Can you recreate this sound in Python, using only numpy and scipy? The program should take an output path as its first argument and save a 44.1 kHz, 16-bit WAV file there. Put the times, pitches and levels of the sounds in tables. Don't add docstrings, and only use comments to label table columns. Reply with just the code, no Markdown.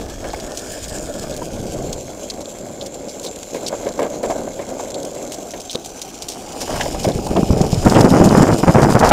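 import sys
import numpy as np
from scipy import signal
from scipy.fft import rfft, irfft, next_fast_len
from scipy.io import wavfile
from scipy.ndimage import uniform_filter1d, map_coordinates

SR = 44100
rng = np.random.default_rng(int(sys.argv[2]) if len(sys.argv) > 2 else 0)


def natural_amplitude(level_db):
    exponent = np.asarray(level_db, float) / 20
    return 10 ** exponent


def file_out(sig):
    cols = np.atleast_2d(sig).T
    lim = np.clip(cols, -1, 1)
    pcm = np.round(lim * 32767).astype(np.int16)
    wavfile.write(sys.argv[1], SR, pcm)


N = 402191

# centre_hz, width_hz, level_db
AXLE_MODES = [(1585, 190, 8.5), (2208, 155, 12), (3000, 2000, 0.5)]


def unit(x):
    return x / np.sqrt(np.mean(x ** 2) + 1e-20)


def curves(rows):
    s, *cols = np.transpose(rows)
    return [np.interp(np.arange(N) / SR, s, c) for c in cols]


def wobble(knots_per_s):
    knots = rng.standard_normal(int(N * knots_per_s / SR) + 4)
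    return map_coordinates(knots, [np.arange(N) * knots_per_s / SR])


def filtered(x, response):
    m = next_fast_len(N + 8192)
    return irfft(rfft(x, m) * response(np.fft.rfftfreq(m, 1 / SR)), m)[:N]


def colour(points):
    f, db = np.transpose(points)
    return lambda hz: natural_amplitude(np.interp(np.log(hz + 1), np.log(f + 1), db))


def body(modes):
    def response(hz):
        total = 0
        for k, (centre_hz, width_hz, db) in enumerate(modes):
            damping = 1j * hz * width_hz
            total = total + (-1) ** k * natural_amplitude(db) * damping / (centre_hz * centre_hz - hz * hz + damping)
        return total
    return response


def gritty(lump_db, rate):
    clumps = wobble(rate) + 0.98 * wobble(rate * 7)
    return unit(rng.standard_normal(N) * natural_amplitude(lump_db * clumps))


def chips(per_s):
    hit = rng.random(N) < per_s / SR * natural_amplitude(4 * wobble(9))
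    return unit(hit * rng.standard_normal(N))


def bursts(lengths_ms, spiky_db, size=4096):
    length_s = np.clip(lengths_ms, 1, 60)[:, None] / 1000 + 0.0021
    u = np.arange(size) / SR / length_s
    shape = np.clip(u / 0.067, 0, 1) * np.exp(-u ** 4 * 0.95)
    shape = shape * (1 + 0.93 * np.exp(-6 * u))
    grains = rng.standard_normal(u.shape)
    clumps = uniform_filter1d(rng.standard_normal(u.shape), size=24, axis=1) * np.sqrt(24)
    cracks = uniform_filter1d(clumps, size=200, axis=1) * np.sqrt(200 / 24)
    return grains * natural_amplitude(spiky_db * (clumps + 0.63 * cracks)) * shape


def placed(rows, times_s, levels_db, lengths_ms):
    rms = np.sqrt(np.sum(rows ** 2, axis=1) / (np.clip(lengths_ms, 1, 60) * SR / 1000))
    scaled = rows * (natural_amplitude(levels_db) / rms)[:, None]
    at = np.round(times_s * SR).astype(int)[:, None] + np.arange(rows.shape[1])
    return np.bincount(at.ravel(), scaled.ravel(), N + rows.shape[1])[:N]


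def aim(s):
    turn_s = [0, .45, .8, 1.2, 1.5, 2.05, 5.2, 5.9, 6.6]
    turn_aim = [0, .7, 1, 1.2, 2, 3, 3, 4, 5]
    return np.interp(s, turn_s, turn_aim)


def sliding(x, spectrum, aims, share, shake, patchy_db):
    hz, t, z = signal.stft(x, SR, nperseg=1024)
    frame = np.minimum(t * SR, N - 1).astype(int)

    def now(values):
        return np.interp(aim(t), np.arange(len(values)), values)

    def jolt():
        return wobble(16)[frame]

    patches = uniform_filter1d(rng.standard_normal(z.shape), size=16, axis=0)
    patches = unit(uniform_filter1d(patches, size=5, axis=1))
    lift_db = 0
    for centre_hz, db in np.transpose(aims, (1, 2, 0)):
        peak_db = now(db) * (1 + .12 * jolt())
        offset = hz[:, None] / now(centre_hz) / (1 + shake * jolt()) - 1
        lift_db = lift_db + peak_db * np.exp(-(offset / share) ** 2)
    z = z * natural_amplitude(patchy_db * patches) * colour(spectrum)(hz)[:, None] * natural_amplitude(lift_db)
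    return unit(signal.istft(z, SR, nperseg=1024)[1][:N])


def wheels():
    # time_s, deck_db, grit_db
    roll = [(0, -31.5, -38.5), (.3, -31.5, -38), (.8, -31.5, -34.5), (1.6, -32.5, -38), (2.2, -32, -40),
            (2.9, -33, -42.5), (3.5, -33.5, -39.5), (3.95, -23.5, -40.5), (4.3, -21, -38.5),
            (4.5, -30.5, -41), (5, -28, -40), (5.6, -34.5, -40), (6.5, -34.5, -37), (6.7, -29.5, -30),
            (7.2, -30.5, -34.5), (7.75, -22, -33.5), (7.95, -26, -29), (9.11, -23, -32.5)]
    # freq_hz, level_db_per_hz
    deck_spectrum = [(25, -51), (70, -7.5), (130, -8.5), (250, 0.5), (450, -0.5), (700, -2), (900, -12),
                     (1300, -17.5), (1900, -34), (2600, -40.5), (3500, -64)]
    # freq_hz, level_db_per_hz
    grit_spectrum = [(1500, -27), (2400, 0.5), (4000, -2.5), (6000, 2), (7600, -0.5), (8400, -4),
                     (10000, -7), (13000, -11.5), (15600, -16)]
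    # freq_hz, lift_db
    deck_aims = [
        [(620, 1), (1700, 14), (1280, 0), (2500, 0)],
        [(608, 7), (1760, 18.5), (1510, 11), (2500, -4)],
        [(560, 10.5), (1540, 12), (1230, -5), (2310, 10)],
        [(560, 6.5), (1560, 5.5), (1260, -4), (2130, 12)],
        [(800, 5), (1540, 12), (1200, .6), (2300, 9)],
        [(798, 8.5), (1550, -5), (1200, -3.5), (2540, 19.5)],
    ]
    # freq_hz, lift_db
    hand_aims = [
        [(3370, 8.5), (5300, 6), (6200, 3), (7400, 2), (11000, -3), (9500, -1), (14000, 0)],
        [(3270, 4), (5100, 5.5), (7140, 11.5), (8250, 8.5), (12000, 0), (10200, 1), (14700, 4)],
        [(3240, 5), (4880, 3.5), (6600, 7), (7500, 3.5), (11500, 3), (8600, 4), (14300, 3)],
        [(3330, 4.5), (4070, 6), (6500, 7.5), (7350, 14), (11500, 3.5), (9000, 0.5), (14200, 3)],
        [(3200, 4), (3800, 4), (6100, 9.5), (7300, 6), (11800, 1), (9000, 2), (14500, 2)],
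        [(2970, 5), (5050, 6), (5600, 2), (7100, 6), (11700, 1), (8800, 3), (14500, 1)],
    ]
    rumble_db, hiss_db = curves(roll)
    patch = wobble(25)
    axle_db = 1.4 * (rumble_db + 35.5).clip(-9, 5) - 59.5
    axle = natural_amplitude(axle_db) * unit(filtered(chips(per_s=120), body(AXLE_MODES[:2])))
    bumps = gritty(lump_db=1.6, rate=30) + .35 * chips(per_s=80)
    deck = sliding(bumps, deck_spectrum, deck_aims, share=.1, shake=.008, patchy_db=1.2)
    grit = gritty(lump_db=1.95, rate=40) + 0.47 * chips(per_s=150)
    hiss = sliding(grit, grit_spectrum, hand_aims, share=0.057, shake=.007, patchy_db=1.5)
    deck_db = np.minimum(rumble_db, -27) + 0.5 + 0.86 * patch
    return axle + natural_amplitude(deck_db) * deck + natural_amplitude(hiss_db + 0.27 * patch) * hiss


def stones():
    # start_s, rms_db, rattle_ms, ring_hz, clack_db
    knocks = [(.242, -26, 15, 620, -9), (.332, -22.5, 8.9, 800, -16), (0.344, -35, 4.2, 620, 5),
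              (5.535, -27.5, 14, 600, -8.5), (1.416, -24, 16, 330, -38), (1.783, -26, 12, 332, -31),
              (3.242, -29.5, 28, 537, -21), (3.543, -24, 28, 494, -12.5), (3.725, -20, 21, 620, -20),
              (3.863, -25, 38, 600, -13.5), (3.991, -14, 16.5, 495, -18.5), (4.015, -22, 44, 560, -13.5),
              (4.053, -23, 23, 560, -23), (4.231, -19.5, 26, 510, -16.5), (4.297, -18, 27, 730, -18),
              (4.474, -21.5, 4.9, 654, -24), (4.589, -27, 36, 576, -14), (4.795, -26, 18, 700, -15),
              (5.752, -18, 6.1, 497, -21), (6.61, -28, 25, 596, -10), (6.69, -27, 57, 650, -21),
              (6.735, -26.5, 43, 710, -12), (6.795, -24.5, 52, 780, -11), (6.945, -22, 17, 760, -22),
              (6.855, -18, 9.6, 650, -17), (7.044, -14.5, 11.4, 666, -13), (7.075, -22.5, 40, 655, -16),
              (7.266, -24.5, 15, 800, -27), (7.361, -16, 28, 650, -21)]
    s, db, ms, ring_hz, clack_db = np.transpose(knocks)
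    rows = rfft(bursts(ms, spiky_db=2.5))
    hz = np.fft.rfftfreq(4096, 1 / SR)
    deck_modes = [(ring_hz[:, None], 130, .1), (260, 200, -13), (950, 250, -14)]
    ring = body(deck_modes)(hz) / (1 + (hz / 1200) ** 4)
    clack = body(AXLE_MODES)(hz)
    return placed(irfft(rows * ring), s, db, ms) + placed(irfft(rows * clack), s, db + clack_db, ms)


def leaves():
    # start_s, rms_db, crunch_ms, centre_hz
    crunches = [(.572, -28.5, 27, 6600), (.881, -32.5, 15, 7260), (1.192, -39, 52, 7160),
                (1.325, -38, 15, 4020), (2.406, -37.5, 20, 6500), (2.808, -32.5, 19, 3700),
                (3.082, -37.5, 36, 5300), (3.228, -33, 47, 6600), (3.26, -32.5, 26, 3990),
                (3.542, -39, 28, 6860), (3.663, -27, 29, 4730), (5.319, -31.5, 33, 6700),
                (5.507, -35, 20, 6200), (5.704, -32, 53, 6200), (5.845, -34, 28, 7000),
                (6.015, -27, 14, 6000), (6.221, -29, 19, 5300), (6.282, -29.5, 94, 5900),
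                (6.603, -26.5, 24, 5500), (6.84, -40, 28, 7020), (7.032, -26.5, 17, 5430),
                (7.717, -31, 20, 5440), (7.895, -31, 56, 6300), (8.241, -27, 44, 6600),
                (8.369, -29, 20, 7160), (8.578, -30.5, 19, 7350), (8.818, -27.5, 30, 5240),
                (8.899, -30, 52, 7100), (8.99, -27.5, 32, 6600), (9.035, -28.5, 65, 5270)]
    # start_s, rms_db, crunch_ms, centre_hz
    more_crunches = [(0.303, -37.5, 13, 4440), (0.399, -32, 9.5, 5920), (.715, -35, 25, 8800),
                     (1.226, -33.5, 11, 6780), (1.364, -32, 14, 7500), (1.927, -27.5, 16, 6300),
                     (2.3, -22, 6.2, 4200), (2.454, -33.5, 5.3, 3920), (2.86, -32.5, 12, 5900),
                     (3.68, -24, 9.3, 6400), (4.304, -38, 18, 5630), (4.943, -30.5, 13, 4100),
                     (5.599, -33, 21, 6540), (5.696, -27.5, 12, 3520), (5.748, -26, 3.1, 3900),
                     (5.756, -14, 1.4, 3800), (6.808, -24.5, 14, 3000), (6.811, -20, 6.9, 1790),
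                     (6.933, -41, 4.1, 7000), (7.086, -32.5, 17, 5200), (7.116, -35, 11, 3710),
                     (7.366, -24.5, 4, 2780), (7.848, -30.5, 13, 6800), (7.946, -27.5, 30, 2840),
                     (8.008, -18.5, 7.4, 5300), (8.419, -29, 7.6, 7150), (8.528, -33, 17, 5060),
                     (8.74, -31, 4.6, 5440), (9.089, -20, 10.4, 7150)]
    # start_s, peak_db, centre_hz
    crumbs = [(0.3331, -19, 6110), (0.5192, -19, 6930), (0.8375, -21, 7110), (0.9827, -17, 6910),
              (1.1394, -22, 7280), (1.8243, -22.5, 6530), (2.0443, -29, 7310), (2.1036, -26, 7180),
              (2.3391, -24, 7160), (2.4917, -31, 7230), (2.5865, -24, 7270), (2.6105, -27, 7170),
              (2.942, -22, 7500), (3.197, -17.5, 7210), (3.3594, -18.5, 7120), (3.4296, -15.5, 6540),
              (3.6331, -25, 7250), (3.7743, -28, 7040), (3.8881, -17, 5990), (3.922, -23, 6770),
              (3.9754, -28, 6860), (3.9948, -22, 7290), (4.0294, -19, 7170), (4.2283, -20, 7310),
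              (4.4363, -31, 7460), (4.6897, -23, 7360), (4.789, -35, 6990), (4.807, -21, 7390),
              (4.8364, -23, 7330), (4.8833, -34, 7260), (4.9033, -17, 6010), (5.0, -24, 7290),
              (5.03, -18, 6930), (5.049, -15.5, 7410), (5.1494, -21.5, 7360), (5.9584, -26, 5960),
              (6.5216, -21.5, 5590), (6.7231, -20, 6760), (6.832, -18, 6640), (6.8894, -22, 7670),
              (7.0005, -20, 4990), (7.2672, -16, 7130), (7.6141, -8.5, 6390), (7.7438, -14, 5500),
              (7.8072, -31, 7000), (7.8983, -8.5, 4500), (8.0466, -15, 4480), (8.104, -12, 7550),
              (8.1858, -19, 5300), (8.2894, -10.5, 4750), (8.4273, -8, 6840), (8.5994, -26, 5260),
              (8.9194, -14, 4750)]
    crumb_ms, rms_under_peak_db = 4.3, 12.5
    crumb_rows = [(at, peak_db - rms_under_peak_db, crumb_ms, hz) for at, peak_db, hz in crumbs]
    s, db, ms, centre_hz = np.transpose(list(crunches) + list(more_crunches) + crumb_rows)
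    is_crumb = np.arange(len(s)) >= len(crunches) + len(more_crunches)
    edge_db = -11.5 + 31.5 * np.log2(centre_hz / 6000)
    edge_db = edge_db + 5 * (aim(s) > 4.2) - 5 * is_crumb
    rows = bursts(ms, spiky_db=3.5)
    hz = np.fft.rfftfreq(rows.shape[1], 1 / SR) + 1
    hump = np.exp(-(np.log(hz / centre_hz[:, None]) / .17) ** 2)
    band = hz ** 4 / (hz ** 4 + 2800 ** 4) / (1 + (hz / 8000) ** 10)
    broad = natural_amplitude(0.6 * edge_db + 11.0)[:, None] * band
    edge = natural_amplitude(edge_db + 5.5)[:, None] / (1 + (8000 / hz) ** 10) * (9000 / hz) ** 2.0
    return placed(irfft(rfft(rows) * (hump + broad + edge)), s, db, ms)


def airstream(steady_db, gusts):
    # freq_hz, level_db_per_hz
    roar_spectrum = [(12, -40), (25, -26), (60, -10), (130, 3.5), (210, 3), (330, 0.5), (500, -1),
                     (800, -14), (1200, -52)]
    # freq_hz, level_db_per_hz
    tear_spectrum = [(300, -48), (600, 7), (900, 8), (1500, 1), (2500, -11), (4000, -37)]
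    rise_db_s, fall_db_s = 2400, 650
    t = np.arange(0, N / SR + .01, .001)
    gust_amp = 0
    for s, hold_s, db, _ in gusts:
        before_s, after_s = (s - t).clip(0), (t - s - hold_s).clip(0)
        gust_amp = gust_amp + natural_amplitude(db - rise_db_s * before_s - fall_db_s * after_s)
    blast = natural_amplitude(steady_db) + np.interp(np.arange(N) / SR, t, gust_amp)
    tear_db, = curves([(s + hold_s / 2, edge_db) for s, hold_s, _, edge_db in gusts])
    shed = (rng.random(N) < 330 / SR * natural_amplitude(1.5 * wobble(40))) * rng.uniform(-0.88, 1, N)
    eddies = unit(shed) + 0.84 * gritty(lump_db=1.5, rate=45)
    torn = (unit(shed ** 3) + 1.6 * eddies) * natural_amplitude(1.6 * wobble(70))

    def swing(points):
        return lambda hz: colour(points)(hz) * np.exp(-1.2j)

    roar = unit(filtered(eddies, swing(roar_spectrum)))
    tear = unit(filtered(torn, swing(tear_spectrum)))
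    return blast * (roar + natural_amplitude(tear_db + 6.0) * tear)


def pops():
    # start_s, peak_db, pitch_hz
    strikes = [(5.75, -12, 200), (7.851, 1, 298), (7.156, -5, 144), (7.188, -5, 248), (7.221, -26, 215),
               (7.313, -3, 253), (7.358, -9, 220), (7.409, -11, 333), (7.43, 4, 214), (7.503, 2.5, 91),
               (7.504, 5.5, 200), (7.531, 1.5, 200), (7.61, 6.5, 168), (7.729, 5, 163), (7.776, -1, 102),
               (7.859, 9, 202), (7.908, -5, 120), (7.959, 7, 278), (8.044, 10, 204), (8.088, 1, 227),
               (8.11, 0, 188), (8.298, -1, 182), (8.373, -2, 172), (8.489, 3, 417), (8.635, 8.5, 293),
               (8.674, 4, 220), (8.751, -4, 151), (8.962, -19, 695), (8.963, 4, 210), (9.005, 0, 186),
               (9.085, -2, 600)]
    # start_s, peak_db (before a 5 dB lift), pitch_hz
    snaps = [(7.866, 6.5, 207), (8.057, -2, 257), (8.124, 2, 208), (8.138, 3, 272), (8.21, 8, 167),
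             (8.257, 2, 152), (8.321, -9, 213), (8.345, -3, 151), (8.381, 6, 268), (8.406, 5.5, 170),
             (8.429, 7, 260), (8.47, -5, 409), (8.512, -4, 170), (8.53, -7, 169), (8.544, -3, 261),
             (8.693, 0.5, 156), (8.706, -5, 327), (8.755, -3, 159), (8.76, 1, 153), (8.784, 3, 422),
             (8.794, -3, 213), (8.822, -4, 153), (8.84, -3, 155), (8.855, -7, 160), (8.868, 0, 282),
             (8.914, -8, 151), (8.923, -1.5, 205), (8.951, -1, 194), (9.012, -6, 500), (9.025, -5, 212),
             (9.047, -5, 218)]
    raised = [(at, peak_db + 5, hz) for at, peak_db, hz in snaps]
    s, db, hz = np.transpose(list(strikes) + raised)
    turn = hz[:, None] * np.arange(1024) / SR
    pulse = np.sin(2 * np.pi * turn) * np.sqrt(turn) * np.exp(-1.8 * turn)
    pulse += 0.12 * np.sin(2 * np.pi * 4.28 * turn) * np.exp(-(turn - .45) ** 2 * 40)
    return placed(pulse * rng.choice([-1, 1], (len(s), 1)), s, db - 10.5, 1000 / hz)


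def wind():
    # time_s, buffet_db, steady_db
    air = [(0, -28, -60), (.65, -40.5, -56), (.87, -33.5, -40.5), (1.2, -34.5, -32.5), (1.85, -32.5, -25),
           (2.2, -46.5, -44.5), (2.66, -50, -35), (3.55, -48.5, -58), (4.27, -42, -61), (5.06, -51, -74),
           (6.36, -50, -41), (6.75, -32.5, -41.5), (7, -31, -26.5), (7.8, -26, -24.5), (8.55, -48, -27),
           (8.62, -34, -50), (9.11, -25, -32)]
    # freq_hz, level_db_per_hz
    buffet_spectrum = [(8.8, -35), (15, -1), (32, 1.5), (71, -1), (200, -13), (260, -27), (440, -120)]
    # start_s, hold_s, airstream_db, tear_db
    gusts = [(1.495, .01, -29, -33), (6.675, 0.18, -34, -4.5), (7.071, 0.032, -17.5, -27),
             (7.161, 0.032, -21.5, -39), (7.305, 0.017, -16.5, -19), (7.358, 0.037, -12, -33),
             (7.483, 0.09, -17.5, -29), (7.599, 0.059, -18.5, -21.5), (7.729, 0.016, -23, -24),
             (7.863, 0.012, -4.5, -12.5), (7.918, 0.035, -13.5, -9.5), (7.96, 0.058, -6.5, -12.5),
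             (8.045, 0.018, -6.5, -17), (8.108, 0.072, -8.5, -15), (8.198, 0.081, -6, -16),
             (8.309, 0.13, -9, -11.5), (8.47, 0.062, -12.5, -12.5), (8.545, 0.053, -19.5, -21),
             (8.633, 0.003, -11, -10), (8.674, 0.033, -7.5, -10), (8.746, 0.11, -10.5, -8.5),
             (8.88, 0.045, -12.5, -12), (8.952, 0.022, -8, -7), (9.008, 0.088, -13.5, -2),
             (9.116, 0.018, -1.5, -5)]
    buffet_db, steady_db = curves(air)
    buffet = natural_amplitude(buffet_db) * unit(filtered(gritty(lump_db=2.0, rate=13), colour(buffet_spectrum)))
    push = .75 * airstream(steady_db, gusts) + pops()
    stiff = np.tanh(push * .75) / .75
    return buffet + filtered(stiff, lambda hz: 1 / (1 + (hz / 3200) ** 4))


def scene():
    return (wheels() + stones() + leaves() + wind())[None]


def roll_off(x):
    return signal.sosfilt(signal.butter(12, 15700, fs=SR, output="sos"), x)


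def record(dry):
    full_scale, hardness, top_hz = 1.0, 12., 15650
    held = dry[0] / (1 + np.abs(dry[0] / full_scale) ** hardness) ** (1 / hardness)
    mix = filtered(held, lambda hz: hz < top_hz)[None]
    return roll_off(mix)


dry = scene()
out = record(dry)
file_out(out)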